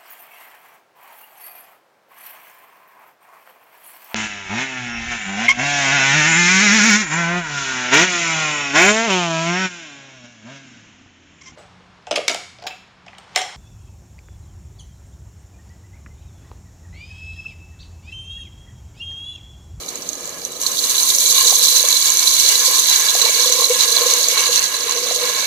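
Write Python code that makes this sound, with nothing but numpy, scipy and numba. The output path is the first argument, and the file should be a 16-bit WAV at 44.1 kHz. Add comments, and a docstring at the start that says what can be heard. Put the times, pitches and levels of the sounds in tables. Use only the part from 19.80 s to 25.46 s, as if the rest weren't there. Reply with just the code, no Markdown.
"""A soft simmer crackles, then juice is poured into hot oil with frying shallots in a clay pot.
Drops flash to steam: dense short grains crackle and spit, larger drops pop and puff, hiss fills in.
The air in the pot rings at its modes; as the pool deepens, big bubbles plop with a rising pitch.
A phone hears it just above the pot: each port adds its own treble resonances and loud bursts clip.
Under it all lies a room rumble with faint hums."""
import sys
import numpy as np
from scipy import signal
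from scipy.fft import rfft, irfft, next_fast_len
from scipy.io import wavfile
from scipy.ndimage import uniform_filter1d
from numba import njit

SR = 44100
rng = np.random.default_rng(int(sys.argv[2]) if len(sys.argv) > 2 else 0)


def level_to_linear(level):
    """Convert decibel levels to linear amplitude factors, elementwise."""
    exponent = np.asarray(level, float) / 20
    return 10 ** exponent


def waveform_to_disk(signal):
    """Save audio, clipped to [-1, 1], as 16-bit WAV at the path in sys.argv[1]."""
    frames = np.transpose(np.atleast_2d(signal))
    scaled = np.clip(frames, -1, 1) * 32767
    samples = np.round(scaled).astype(np.int16)
    wavfile.write(sys.argv[1], SR, samples)


N = 249606

# Air modes of the pot. Each row: frequency in Hz, width in Hz, level in dB within its group of modes,
# left minus right in dB, likeness of the two ports from -1 to 1.
POT_MODES = [(490, 27, -4, 0, .98), (650, 60, -17, 0, .95), (1066, 72, -3.5, 1, .7),
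             (1685, 45, -1.5, -4, -.4), (2050, 120, -11, 1, .1), (2295, 70, -2, -3, .3),
             (2690, 70, -10, 0, .5), (2875, 75, -3.5, -1, .2)]


def level(x, db):
    """Scale to an rms level in dB."""
    return x * level_to_linear(db) / np.sqrt(np.mean(x ** 2))


def walk(rate):
    """Random levels held for 1 / rate seconds and slewed twice; spread near 1."""
    hold = int(SR / rate)
    steps = np.repeat(rng.standard_normal(N // hold + 1), hold)
    slewed = uniform_filter1d(uniform_filter1d(steps, hold), hold)
    return 1.46 * slewed[:N]


def band(x, lo_hz, hi_hz):
    """Steep band-pass."""
    return signal.sosfilt(signal.butter(N=3, Wn=[lo_hz, hi_hz], btype="band", fs=SR, output="sos"), x)


@njit
def resonate(x, g, k):
    """State-variable band-pass loop; the centre may move every sample."""
    y, b, l = np.empty(len(x)), 0., 0.
    for i in range(len(x)):
        v = (b + g[i] * (x[i] + 1e-18 - l)) / (1 + g[i] * (g[i] + k))
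        b, l, y[i] = 2 * v - b, l + 2 * g[i] * v, k * v
    return y


def svf(x, hz, width, shift=1.):
    """Resonance of gain 1 at its centre, which a factor near 1 may shift."""
    return resonate(x, np.tan(np.pi * hz / SR) * shift * np.ones(N), width / hz)


@njit
def grains(s, hz, cycles, size, rise, attack):
    """Each grain is a sine that swells, falls to 1/e in its cycles, and rises in pitch by a share meanwhile."""
    out = np.zeros(N)
    for k in range(len(s)):
        start, w = int(s[k] * SR), 2 * np.pi * hz[k] / SR
        span = cycles[k] * SR / hz[k]  # decay time in samples
        z, closed = size[k] * np.exp(1j * w * (start + 1 - s[k] * SR)), 1.
        p, glide = np.exp(1j * w - 1 / span), np.exp(1j * w * rise[k] / span)
        opening = np.exp(-1 / (attack * span))  # attack is a share of the decay time
        for i in range(max(start + 1, 0), min(start + int(6 * span) + 2, N)):
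            closed *= opening
            out[i] += z.imag * (1 - closed)
            z, p = z * p, p * glide
    return out


def spatter(count, lo_hz, hi_hz, cycles, scatter_db, lag_ms, spread_ms, hiss_db):
    """Steam bubbles burst all over the pan: each has its own size, pitch, ring and path to either port."""
    t, pitch, strength, lag, side, ring = rng.random((count, 6)).T
    hz = lo_hz * (hi_hz / lo_hz) ** pitch
    turns = cycles * 6 ** (ring - .5)
    # a long ring spreads the same energy over more cycles
    size = level_to_linear(-scatter_db * np.log(1 - .999 * strength)) / np.sqrt(turns)
    lag_s = (lag_ms + spread_ms * (lag - .5)) / 1000
    heard = []
    for ear in (0, 1):  # left, then the lagging right
        ear_size = size * level_to_linear((ear - .5) * 13.0 * (side - .5))
        heard.append(grains(t * N / SR + ear * lag_s, hz, turns, ear_size, 0.024 + 0 * t, 0.35))
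    # the countless smallest ones merge into hiss
    return level(np.array(heard), 0) + level_to_linear(hiss_db) * rng.standard_normal((2, N))


def ports(x):
    """The cavity behind each port rings at its resonances; the powers add and the response is causal."""
    # Each row: frequency in Hz, width in Hz, level in dB over the flat path.
    left_port = [(4000, 610, 3), (6480, 850, 7.5), (6800, 1560, 12), (10130, 1000, 5.5), (11850, 1200, 5)]
    right_port = [(3470, 650, 7.8), (4040, 285, 19.5), (4420, 710, 13.05), (5800, 480, 9.8),
                  (6260, 420, 18.5), (6680, 1770, 14.5), (7850, 740, 9.9)]
    hz, size, out = np.fft.rfftfreq(2048, 1 / SR), next_fast_len(N + 2048), []
    for v, table in zip(x, (left_port, right_port)):
        power = 1 + sum(level_to_linear(2 * db) / (1 + (2 * (hz - f) / w) ** 2) ** 1.42 for f, w, db in table)
        # folding the cepstrum gives the minimum-phase response
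        cepstrum = irfft(np.log(power) / 2)
        fold = np.r_[cepstrum[0], 2 * cepstrum[1:1024], np.zeros(1024)]
        response = irfft(np.exp(rfft(fold)))
        out.append(irfft(rfft(v, size) * rfft(response, size), size)[:N])
    return np.array(out)


def sizzle(crackle_db, spit_db, pouring):
    """Crackle and fine spit flare up together as gouts of juice meet the oil."""
    # the flaring is weaker when no juice falls
    flare = (0.82 * walk(24.99) + 1.51 * walk(70)) * np.where(pouring, 1, 1 - 0.27)
    burst = ports(spatter(count=80000, lo_hz=3018, hi_hz=15590, cycles=4.8, scatter_db=3.5,
                          lag_ms=0.4677, spread_ms=0.14, hiss_db=-1.5))
    crackle = level(band(burst, 3160, 6840) * level_to_linear(flare), 2.66)
    # a gentle simmer makes only small bubbles, so the lower crackle is missing
    missing = 1 - level_to_linear(0.36 * np.clip(crackle_db + 23, -12, 0))
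    lower = np.array([svf(v, 3900.0, 1200.0) for v in crackle])
    crackle = crackle - missing * lower
    spit = level(band(burst, 9130, 16700) * level_to_linear(0.55 * flare + 0.37 * walk(30)), 4.54)
    return level_to_linear(crackle_db) * crackle + level_to_linear(spit_db) * spit


def pops(crackle_db):
    """A larger drop explodes: a short ring and a broad tick, then a puff of steam hisses away."""
    # Loud steam pops. Each row: start in seconds, relative level in dB, pitch in Hz, left minus right in dB.
    loud_pops = [(0.062, -20, 6560, -7), (0.0835, -22, 4000, -17), (0.0886, -11, 6550, -8),
                 (0.156, -10.5, 6740, -5), (0.2209, -20.5, 5700, -15), (0.2898, -11, 6600, -19),
                 (0.3316, -14.5, 6700, -14), (0.455, -13.5, 6940, 5), (0.4754, -15, 7380, -10),
                 (0.4928, -13, 6700, -4), (0.6175, -23, 4930, -13), (0.65, -7.5, 6100, -6),
                 (0.7203, -18, 7900, 11), (0.8155, -6.5, 6440, -2), (0.834, -12, 5860, -12),
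                 (0.8643, -4, 4280, -13), (0.9168, -8, 6430, -3), (0.9902, -11, 4280, -16),
                 (1.039, -6, 4100, -15), (1.0963, -2, 6800, -2), (1.182, -16, 3960, -17),
                 (1.2314, -2, 6430, -13), (1.3484, -2, 6250, -11), (1.3843, 0, 5900, -6),
                 (1.5255, -2, 6900, -9), (1.668, -2, 6700, -11), (1.6963, -1, 6200, -14),
                 (1.7552, 0, 6330, -9), (1.8836, -6, 4050, -23), (2.0865, 2, 6260, -6),
                 (2.1255, -4.5, 4080, -18), (2.1672, -4, 4150, -17), (2.302, 2, 6900, -12),
                 (2.3713, 0, 6340, -9), (2.4728, -1.5, 4030, -15), (2.598, 0, 5980, -12),
                 (2.6887, 3, 6550, -11), (2.7548, -4.5, 3960, -13), (3.003, -7, 6900, -5),
                 (3.1598, 0.5, 6540, -6), (3.4155, -2.5, 4010, -19), (3.4511, -1.5, 4100, -13),
                 (3.4955, -5, 6340, 7), (3.597, -3, 6260, -3), (3.7237, 2, 6240, -5),
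                 (4.0067, -1.5, 4040, -15.5), (4.337, 3, 6500, 3), (4.485, 3, 6560, -1),
                 (4.576, -6, 4170, -16), (4.775, -8, 4260, -16), (4.942, -10, 7500, 0),
                 (5.095, -6, 6500, -8), (5.4136, -13, 4060, -14), (5.624, -11, 4230, -7)]
    # smaller pops come at random, at either of two pitches, and follow the crackle
    t, which, detune, weak, side = rng.random((60, 5)).T
    small_db = crackle_db[(t * N).astype(int)] + 11 - 9 * weak
    small_hz = np.array((4080, 6320))[(2 * which).astype(int)] * (1 + 0.023 * (detune - .5))
    small_pan_db = -9 + 12 * (side - .5)
    small = [t * N / SR, small_db, small_hz, small_pan_db]
    s, db, hz, pan_db = np.c_[np.transpose(loud_pops), small]
    sizes = [level_to_linear(db + 6.0 + way * pan_db / 2) for way in (1, -1)]
    # the ring reaches the left port 0.2 ms late
    ring = np.array([grains(s + lag, hz, 6.25 + 0 * s, size, 0 * s, .7)
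                     for size, lag in zip(sizes, (.0002, 0.))])
    tick = level_to_linear(-17.5) * ports([grains(s, 9000 + 0 * s, 0.47 + 0 * s, size, 0 * s, 0.11) for size in sizes])
    tick = tick + level_to_linear(-8) * grains(s, 11500 + 0 * s, 1.8 + 0 * s, level_to_linear(db), 0 * s, 0.11)
    fade = np.exp(-1 / (0.007 * SR))  # 7 ms
    steam = signal.lfilter([1 - fade], [1, -fade], np.abs(ring))
    puff = steam * level(ports(rng.standard_normal((2, N))), 3.0)
    return band(ring + tick + puff, 3270, 15000)


def pot_air(ring_db, gurgle_db, pool, calm):
    """Bursts ring the air in the pot; the lowest modes follow the gurgling pool, the others the crackle."""
    drive, other = spatter(count=8000, lo_hz=415.4, hi_hz=4000, cycles=1.67, scatter_db=3,
                           lag_ms=4.5, spread_ms=9, hiss_db=9.5)
    t, pitch, strength = rng.random((260, 3)).T
    gurgle = grains(t * N / SR, 420 + 170 * pitch, 5 + 0 * t, level_to_linear(12 * strength), 0.025 + 0 * t, 1.0)
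    wash = rng.standard_normal((2, N))
    low_wash = wash[0] + 0.24 * wash[1] * np.array([[1], [-1]])
    low = level_to_linear(-10.5) * band(low_wash, 310, 870) + level(gurgle, -18.0)
    high = level_to_linear(-4) * band(wash, 1200, 2700)
    for hz, width, db, pan_db, like in POT_MODES:
        # each mode is struck from ever-changing spots, so it swells on its own;
        # the upper modes ring less at a simmer
        swell = level_to_linear(2.05 * walk(12) - 4 * calm * (hz > POT_MODES[1][0]))
        # modes sink as the pool fills, the upper ones by up to 2.8 %
        shift = 1 - 0.028 * pool * min(hz / POT_MODES[5][0], 1) ** 3
        near, far = (swell * svf(v, hz, width, shift) for v in (drive, other))
        right = like * near + np.sqrt(1 - like ** 2) * far
        mode = level_to_linear(db) * np.array([near * level_to_linear(pan_db / 2), right * level_to_linear(-pan_db / 2)])
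        if hz < 800:
            low = low + mode
        else:
            high = high + mode
    high = level(high, 3.32) * level_to_linear(ring_db + 1.7 * walk(20))
    low = level(low, -1.8) * level_to_linear(gurgle_db + walk(16))
    return high + low


def plops():
    """Big bubbles ring with a rising pitch and set off two strong air modes of the pot."""
    # Big bubbles. Each row: start in seconds, relative level in dB, starting pitch in Hz.
    big_bubbles = [(1.725, -9, 668), (2.039, -14.5, 555), (2.654, -23, 520), (2.878, -21, 507),
                   (3.351, -9, 640), (3.455, -15, 590), (3.492, -13, 570), (3.59, -23, 480),
                   (3.657, -16.5, 503), (3.696, -17.5, 490), (3.745, -21, 480), (3.784, -17.5, 480),
                   (3.814, -22, 480), (3.898, -9.5, 462), (3.951, -20, 487), (4.163, -13.5, 604),
                   (4.208, -21, 448), (4.258, -14.5, 490), (4.522, -21, 498), (4.6, -22, 490),
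                   (4.688, -16.5, 483), (5.092, -16, 844), (5.163, -25, 447), (5.31, -8, 608),
                   (5.36, -21, 462), (5.422, -20, 460), (5.589, -22, 590), (5.627, -20, 537)]
    s, db, hz = np.transpose(big_bubbles)
    # smaller, higher bubbles ring for fewer cycles and rise more
    ratio = hz / 480
    bubble = grains(s, hz, 3.3 * (1 / ratio) ** 2.2, level_to_linear(db), 0.05 * ratio ** 2, 0.58)
    bubble = band(bubble, 300, 3000)
    low_mode = svf(bubble, POT_MODES[0][0], POT_MODES[0][1])
    upper_mode = svf(bubble, POT_MODES[2][0], POT_MODES[2][1])
    return 0.89 * bubble + level_to_linear(11) * low_mode + level_to_linear(14) * upper_mode


def kitchen(rumble_db):
    """Soft room rumble: shaped noise with resonant hums in it, mostly alike at both ports."""
    # Rumble spectrum. Each row: frequency in Hz, relative level in dB.
    rumble_curve = [(15, -47), (25, -13.5), (102, -9.5), (170, -7.5), (415, -4), (476, 1.5), (756, -5.5),
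                    (913, -10), (1100, -14), (1260, -2.5), (1500, -30), (1950, -55), (3300, -120)]
    # Each row: frequency in Hz, width in Hz, gain in dB of the resonance added to the rumble.
    hums = [(178.7, 7.6, 4), (244.4, 9.8, 1.5), (287, 22, 3), (362.3, 10.3, 7)]
    hz, db = np.transpose(rumble_curve)
    bins_hz = np.maximum(np.fft.rfftfreq(N, 1 / SR), 1)
    gain = level_to_linear(np.interp(np.log(bins_hz), np.log(hz), db))
    mid, side = irfft(rfft(rng.standard_normal((2, N))) * gain, N)
    mid = mid + sum(level_to_linear(hum_db) * svf(mid, hum_hz, width) for hum_hz, width, hum_db in hums)
    return level(mid + 0.4 * side * np.array([[1], [-1]]), 6.3) * level_to_linear(rumble_db)


def scene():
    """Everything in and around the pot: simmer, pour, and the calmer frying after."""
    # How fiercely the oil crackles: simmer, first splash, full pour, calmer frying.
    # Each row: time in seconds, relative level in dB.
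    crackle_curve = [(0, -35.5), (0.795, -34.5), (0.81, -27.5), (1.0, -25.5), (1.05, -22), (1.3, -19),
                     (1.75, -17), (2.3, -18.5), (2.75, -16.5), (3.0, -18), (3.9, -18.5), (4.81, -19.5),
                     (4.85, -23.5), (5.66, -23)]
    # Low gurgle in the pool. Each row: time in seconds, relative level in dB.
    gurgle_curve = [(0, -49.5), (1.4, -40), (1.75, -37), (2.3, -43.5), (2.85, -38), (3.25, -42),
                    (3.55, -33), (3.85, -31), (4.0, -38), (4.25, -28), (4.5, -36.5), (5.05, -35.5),
                    (5.45, -31), (5.66, -37)]
    t = np.arange(N) / SR
    crackle_db = np.interp(t, *np.transpose(crackle_curve))
    gurgle_db = np.interp(t, *np.transpose(gurgle_curve))
    pour_s, full_s = .8, 5.37  # the pool deepens evenly between these times
    pool = np.clip((t - pour_s) / (full_s - pour_s), 0, 1)
    pouring = (pool > 0) & (pool < 1)
    rise = crackle_db + 36  # dB over a simmer
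    calm = np.clip(1 - rise / 15, 0, 1)
    # fine spit lies under the crackle; a filling pool dulls it further
    spit_db = crackle_db + np.where(pool > 0, -4.5 - 5 * pool, -7.5)
    # the pot ring takes a share of the crackle's rise and gains as the pool fills
    ring_db = -43.5 + 0.51 * rise + 6 * pool
    # the rumble slowly sinks as the frying grows
    lag = np.exp(-1 / (0.53 * SR))  # 0.53 s
    rumble_db = -46.5 - 0.23 * signal.lfilter([1 - lag], [1, -lag], rise)
    frying = sizzle(crackle_db, spit_db, pouring) + pops(crackle_db)
    pot = pot_air(ring_db, gurgle_db, pool, calm) + plops()
    return frying + pot + kitchen(rumble_db)


def band_limit(x):
    """A steep low-pass at the top of the band."""
    return signal.sosfilt(signal.butter(12, 15680, fs=SR, output="sos"), x)


def record(dry):
    """The phone cuts the top and clips the loudest bursts."""
    cut = signal.sosfilt(signal.ellip(8, .2, 50, 15450, fs=SR, output="sos"), dry)
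    return band_limit(np.clip(cut, -1, 1))


dry = scene()
out = record(dry)
waveform_to_disk(out)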